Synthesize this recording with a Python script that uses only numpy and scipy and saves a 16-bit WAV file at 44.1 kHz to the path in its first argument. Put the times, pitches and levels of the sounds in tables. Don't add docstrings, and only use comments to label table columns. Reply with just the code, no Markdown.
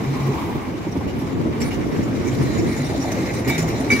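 import sys
import numpy as np
from scipy import signal
from scipy.io import wavfile

SR = 44100
rng = np.random.default_rng(int(sys.argv[2]) if len(sys.argv) > 2 else 0)


def put_to_file(sound):
    columns = np.atleast_2d(sound).T
    safe = np.clip(columns, -1, 1)
    whole_steps = np.round(safe * 32767)
    wavfile.write(sys.argv[1], SR, whole_steps.astype(np.int16))


def attenuation_scalar(level_db):
    decades = np.asarray(level_db, float) / 20
    return 10 ** decades


N = 176400


def rms_one(x):
    return x / np.sqrt(np.mean(x ** 2) + 1e-20)


def in_time(rows):
    s, *columns = np.transpose(rows)
    return [np.interp(np.arange(N) / SR, s, c) for c in columns]


def at_hz(points, hz):
    table_hz, db = np.transpose(points)
    return np.interp(np.log(hz), np.log(table_hz), db)


def drift(rate_hz):
    hop = 40
    pole = np.exp(-2 * np.pi * rate_hz * hop / SR)
    noise = rng.standard_normal(N // hop + 2002)
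    slow = signal.lfilter([1], [1, -2 * pole, pole * pole], noise)[2000:]
    return np.interp(np.arange(N) / hop, np.arange(len(slow)), rms_one(slow))


def ring(x, hz, t60):
    decay = attenuation_scalar(-60 / (t60 * SR))
    w = 2 * np.pi * hz / SR
    return signal.lfilter([0, np.sin(w)], [1, -2 * decay * np.cos(w), decay * decay], x + 1e-18)


def grains(rate, spread_db):
    sizes = attenuation_scalar(spread_db * np.minimum(rng.exponential(1, (2, N)), 5))
    clicks = sizes * rng.choice([-1, 1], (2, N))
    return rms_one(clicks * (rng.random((2, N)) < rate / SR))


def stereo(pair, hz, narrow_db=0):
    # pitch in Hz, side minus mid in dB.
    street_width = [(60, -6), (200, -13), (550, -5.5), (900, 2.5), (1400, 3), (2200, -3), (2900, 6),
                    (8000, 4)]
    side = attenuation_scalar(at_hz(street_width, hz) - narrow_db) * pair[1]
    return pair[0] + side * [[1], [-1]]


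def banded(spectrum, patchy_db, drive=0, shared=1.0, narrow_db=0):
    low, high = spectrum[0][0] * .85, min(spectrum[-1][0] * 1.3, 17000)
    edges = np.geomspace(low, high, int(3 * np.log2(high / low)) + 1)
    white = rng.standard_normal((2, 2, N)) + drive
    together = drift(20.6)
    out = 0
    for k, (a, b) in enumerate(zip(edges, edges[1:])):
        sos = signal.butter(3, [a, b], "band", fs=SR, output="sos")
        run_in = np.pad(white[k % 2], ((0, 0), (2000, 0)), "wrap")
        pair = signal.sosfilt(sos, run_in)[:, 2000:]
        hz = np.sqrt(a * b)
        flicker_db = patchy_db * (shared * together + drift(14.3))
        out = out + attenuation_scalar(at_hz(spectrum, hz) + flicker_db) * stereo(pair, hz, narrow_db)
    return out / np.std(out.mean(axis=0))


def burst(s, hold, tail):
    out = np.zeros(N)
    i = slice(int(s * SR), int((s + .4) * SR))
    t = np.arange(N)[i] / SR - s
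    out[i] = np.clip(t / 0.001, 0, 1) * np.exp(-np.maximum(t - hold, 0) / tail)
    return out


def rumble():
    # time in seconds, level in dB.
    nearness = [
        (0.0, -25),
        (0.57, -26.5),
        (4.0, -22.5),
    ]
    # pitch in Hz, density in dB per Hz.
    body_tone = [(38, -13.5), (70, -4), (134, 0), (180, -6.5), (265, 1), (440, -8.5), (580, -20.5),
                 (900, -26)]
    # start in seconds, swell in dB over the rumble.
    jolts = [(0.952, 5), (1.35, 1.5), (1.451, 5.5), (1.06, 4.5), (1.772, 3), (1.981, 4.5), (2.2, 4),
             (2.398, 6.5), (2.56, 2), (2.611, -3), (3.472, 6.5), (3.55, -1.5), (3.921, 6.5)]
    level_db, = in_time(nearness)
    jolt_db = sum(db * burst(s, hold=0.019, tail=0.011) for s, db in jolts)
    thuds = attenuation_scalar(-2) * grains(90, 2.34)
    return attenuation_scalar(level_db + jolt_db) * banded(body_tone, 1.0, thuds)


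def booms():
    # start in seconds, length in seconds, level in dB, pitch in Hz. The row at 1.484 s is a wind pop
    panels = [(0.062, .09, -16.5, 137.3), (0.193, 0.14, -17, 137), (0.284, .05, -25.5, 415),
              (0.93, 0.033, -26, 194), (1.264, .04, -27.5, 339), (1.325, 0.098, -31.5, 357),
              (1.45, 0.052, -21, 316.5), (1.484, 0.024, -21, 99), (1.507, .02, -23, 350),
              (1.588, 0.067, -20, 235.6), (1.996, 0.037, -23.5, 150), (2.098, 0.087, -19.5, 265),
              (2.273, 0.093, -22, 130), (2.391, 0.046, -14.5, 135), (2.438, 0.055, -19, 130),
              (2.467, 0.073, -25, 308.7), (2.616, 0.033, -18.5, 341), (2.708, .04, -24, 312),
              (2.775, 0.084, -24, 249.4), (2.786, 0.083, -19.5, 142.3), (2.969, 0.042, -19.5, 267),
              (3.461, 0.052, -19, 125), (3.459, 0.042, -20, 270), (3.53, 0.16, -22, 162),
              (3.805, 0.048, -24, 258.3), (3.919, 0.037, -17, 250)]
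    t = np.arange(N) / SR
    out = np.zeros(N)
    for s, length, db, hz in panels:
        swell = np.sin(np.pi * np.clip((t - s) / length, 0, 1)) ** 0.34
        tone = np.sin(2 * np.pi * hz * t) + 0.14 * np.sin(4 * np.pi * hz * t)
        out += attenuation_scalar(db) * swell * tone
    return out


def wheels():
    # time in seconds, level in dB.
    grind = [(0, -47), (.15, -46), (.42, -46.5), (.52, -54), (.8, -51.5), (1.5, -51.5), (1.75, -48.5),
             (2.1, -48), (2.35, -44), (2.8, -42), (3.25, -41.5), (3.45, -42.5), (3.65, -41.5),
             (3.85, -43.5), (4, -39.5)]
    # pitch in Hz, width in Hz, level in dB.
    modes = [(1896, 60, -7), (2090, 220, -0.5), (2287, 57, -8), (3720, 85, -9), (4046, 120, -7),
             (4780, 65, -12.5), (5640, 100, -8), (6080, 85, -10), (6860, 133, -6.5), (8800, 60, -13),
             (9160, 60, -14), (12140, 80, -20), (13500, 120, -22), (15450, 100, -28)]
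    # pitch in Hz, density in dB per Hz.
    scrape_tone = [(1300, -4), (2250, -1.5), (3000, -15), (5900, -11.5), (7200, -18), (8200, -42),
                   (12500, -18), (15000, -34)]
    narrow_db = 4.5
    level_db, = in_time(grind)
    drive = rng.standard_normal((2, N)) + 0.7 * grains(330, 3.2)
    rings = np.zeros((2, N))
    for hz, width, db in modes:
        flicker = attenuation_scalar(db + 4.5 * drift(9.4)) * np.sqrt(width)
        rings += flicker * stereo(rms_one(ring(drive, hz, 2.0 / width)), hz, narrow_db)
    rings = attenuation_scalar(6 + 0.63 * (level_db - level_db.max())) * rms_one(rings)
    scrape = attenuation_scalar(2.5) * banded(scrape_tone, 1.55, .5 * grains(500, 1.2), narrow_db=narrow_db)
    return attenuation_scalar(level_db) * (rings + scrape)


def clangs():
    # start in seconds, level in dB, contact in seconds, clatter modes against the main ring in dB.
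    strikes = [
        (1.615, -39, 0.049, 8),
        (1.703, -39.5, 0.013, 10),
        (2.25, -38, .03, 4),
        (3.463, -37, 0.02, 16),
        (3.49, -28, 0.0094, 9.5),
        (3.505, -26.5, 0.058, 8),
        (3.899, -21.5, 0.0039, 1),
        (3.908, -14.5, 0.021, 0),
        (3.948, -29, 0.017, 5),
        (3.987, -24, 0.015, -1),
    ]
    # pitch in Hz, level in dB, t60 in seconds.
    modes = [(2283, 2.5, 0.11), (1143, -17.5, 0.058), (1290, -16, 0.045), (1450, -16, .03),
             (1680, -19.5, .04), (1875, -12.5, 0.073), (2080, -11, 0.054), (2190, -10, 0.08),
             (2430, -12, .05), (2850, -25, 0.1), (3725, -23.5, 0.088)]
    side_db, rough_db = -7.5, 1.0
    echo_s, echo_db = 0.019, -12.5
    out = np.zeros((2, N))
    spread_db = rng.normal(0, 2.1, (len(strikes), len(modes)))
    blows = np.array([attenuation_scalar(db) * burst(s, hold, 0.002) / (hold * SR) for s, db, hold, _ in strikes])
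    clatter_db = np.array(strikes)[:, 3]
    for k, (hz, level_db, t60) in enumerate(modes):
        is_clatter = k > 0
        push = attenuation_scalar((clatter_db + spread_db[:, k]) * is_clatter) @ blows
        wobble = (1.5 if is_clatter else .35) * drift(41)
        wave = np.exp(1j * (2 * np.pi * hz * np.arange(N) / SR + wobble))
        mid, side = ring(push * np.array([wave.real, attenuation_scalar(side_db) * wave.imag]), hz, t60)
        out += attenuation_scalar(level_db + 12.5 + rough_db * drift(41)) * (mid + side * [[1], [-1]])
    lag = int(echo_s * SR)
    out[:, lag:] += attenuation_scalar(echo_db) * out[::-1, :-lag]
    return out * attenuation_scalar(np.array([[-1.2], [1.2]]))


def chinks():
    # start in seconds, peak in dB, loudest ring in Hz, shake in seconds. The rows from 3.90 to 3.93 s
    loose_parts = [(.777, -41, 3720, .01), (.968, -35.5, 3530, 0.009), (0.911, -37, 5750, 0.02),
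                   (1.077, -35.5, 2895, 0.032), (1.186, -34, 11600, 0.033), (1.266, -39, 5070, .01),
                   (1.603, -26, 7530, 0.013), (1.615, -24, 5640, 0.013), (1.635, -32, 9400, 0.055),
                   (1.706, -33, 2850, 0.038), (1.73, -42, 6100, .03), (2.028, -38, 5570, .01),
                   (2.148, -37, 3860, .01), (2.269, -32, 6150, 0.017), (2.425, -29.5, 8830, 0.0064),
                   (2.51, -39, 6860, .025), (2.588, -35, 5470, .012), (2.665, -36, 9100, 0.09),
                   (2.763, -28, 6940, 0.023), (2.83, -41, 9370, .03), (2.844, -32.5, 5560, 0.025),
                   (3.0, -32.5, 5640, .03), (3.116, -25, 6100, 0.011), (3.335, -29.5, 8500, .015),
                   (3.475, -20, 12070, 0.026), (3.5, -28, 3725, 0.054), (3.579, -27.5, 6900, 0.027),
                   (3.578, -21.5, 9300, 0.017), (3.617, -26.5, 6800, 0.012), (3.68, -28, 14000, 0.0098),
                   (3.8, -28, 9100, 0.012), (3.743, -37.5, 3870, 0.013), (3.903, -22, 6150, 0.014),
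                   (3.918, -20.5, 4810, 0.017), (3.915, -32, 12870, 0.009), (3.932, -24, 5960, 0.013),
                   (3.95, -31, 4120, 0.022), (3.95, -31, 10000, 0.025)]
    # pitch in Hz, density in dB per Hz.
    metal_tone = [(1000, -8.5), (2260, 6), (3000, -14), (5600, -6.5), (7300, -12.5), (8200, -14.5),
                  (15000, -18.5)]
    narrow_db = 4.5
    puff, rings = np.zeros(N), np.zeros((2, N))
    drive = rng.standard_normal((2, N))
    for s, db, hz, shake in loose_parts:
        shape = attenuation_scalar(db) * burst(s, max(shake, .003), 0.0066)
        puff += shape + attenuation_scalar(db - 14.0) * burst(s, shake, 0.033)
        i = slice(int(s * SR), int((s + .3) * SR))
        rattle = (shape * drive)[:, i]
        others_hz = 3500 * 4 ** rng.uniform(0, 1, 4)
        for f, ring_db in zip([hz, *others_hz], [0, -12, -12, -12, -12]):
            t60 = 0.058 * 5000 / (f + 2500)
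            tone = stereo(ring(rattle, f, t60), f, narrow_db)
            rings[:, i] += attenuation_scalar(ring_db + 0.46 * at_hz(metal_tone, f)) * tone
    return attenuation_scalar(-13) * puff * banded(metal_tone, 1.0, narrow_db=narrow_db) + attenuation_scalar(-26) * rings


def growl():
    # time in seconds, level in dB.
    approach = [
        (2.0, -43),
        (2.2, -43),
        (2.85, -38),
        (2.97, -33.5),
        (3.55, -35),
        (3.9, -33),
        (4, -46),
    ]
    # pitch in Hz, density in dB per Hz.
    tone = [(520, 2.5), (620, 6.5), (700, 1.5)]
    return attenuation_scalar(in_time(approach)[0]) * banded(tone, 2.6, narrow_db=4)


def motor():
    # time in seconds, pitch in Hz, level in dB.
    whine = [
        (2.2, 420, -62),
        (2.5, 449, -48.5),
        (2.83, 482, -46),
        (3.05, 485, -59),
        (3.3, 509, -30.5),
        (3.5, 522, -36),
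        (3.62, 530, -68),
    ]
    hz, db = in_time(whine)
    phase = 2 * np.pi * np.cumsum(hz * (1 + 0.0053 * drift(3.8))) / SR
    return attenuation_scalar(db + 6.8 * drift(9.3)) * np.sin(phase + np.array([[.4], [-.4]]))


def wind():
    # time in seconds, level in dB.
    gusts = [
        (1.2, -33),
        (1.38, -24),
        (1.8, -26.5),
        (2.0, -24.5),
        (2.68, -22.5),
        (2.75, -46),
        (3.7, -64),
        (3.95, -25.5),
    ]
    level_db, = in_time(gusts)
    sos = signal.butter(3, [72.6, 385], "band", fs=SR, output="sos")
    lumps = np.array([attenuation_scalar(7 * np.tanh(drift(12.0))) for _ in range(2)])
    return attenuation_scalar(level_db) * rms_one(signal.sosfilt(sos, lumps * rng.standard_normal((2, N))))


def car():
    # time in seconds, level in dB.
    passing = [
        (0, -44),
        (.15, -34.5),
        (.3, -32.5),
        (.45, -33.5),
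        (.6, -37.5),
        (.75, -43),
    ]
    # pitch in Hz, density in dB per Hz.
    tyre_tone = [(700, -3.5), (980, 17), (1450, -25.5), (2100, -2), (3000, -14), (8500, -27.5),
                 (12500, -24)]
    return attenuation_scalar(in_time(passing)[0]) * banded(tyre_tone, 1.75, narrow_db=4)


def street():
    # time in seconds, level in dB.
    roar = [(0, -40.5), (.58, -39.5), (.75, -41.5), (1.4, -40.5), (2.2, -39), (2.5, -43.5), (3.3, -47.5),
            (4, -43)]
    # pitch in Hz, density in dB per Hz.
    tone = [(500, -2), (700, -9.5), (1060, -10.5), (1400, -8.5), (2000, -7), (3200, -20), (8000, -35),
            (15000, -39.5)]
    return attenuation_scalar(in_time(roar)[0] - 0.5) * banded(tone, 1.5, narrow_db=3.5)


def from_left(x):
    return np.array([x[0], np.roll(x[1], 18)])


def scene():
    tram = rumble() + booms() + clangs() + growl() + motor()
    left = from_left(wheels() + chinks() + street())
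    return tram + left + wind() + car()


def low_pass(x):
    return signal.sosfilt(signal.butter(12, 15830, fs=SR, output="sos"), x)


def record(dry):
    treble_cut = signal.ellip(10, .5, 60, 15750, fs=SR, output="sos")
    bass_cut = signal.butter(2, 43, "high", fs=SR, output="sos")
    mix = signal.sosfilt(bass_cut, signal.sosfilt(treble_cut, dry))
    return low_pass(mix)


dry = scene()
out = record(dry)
put_to_file(out)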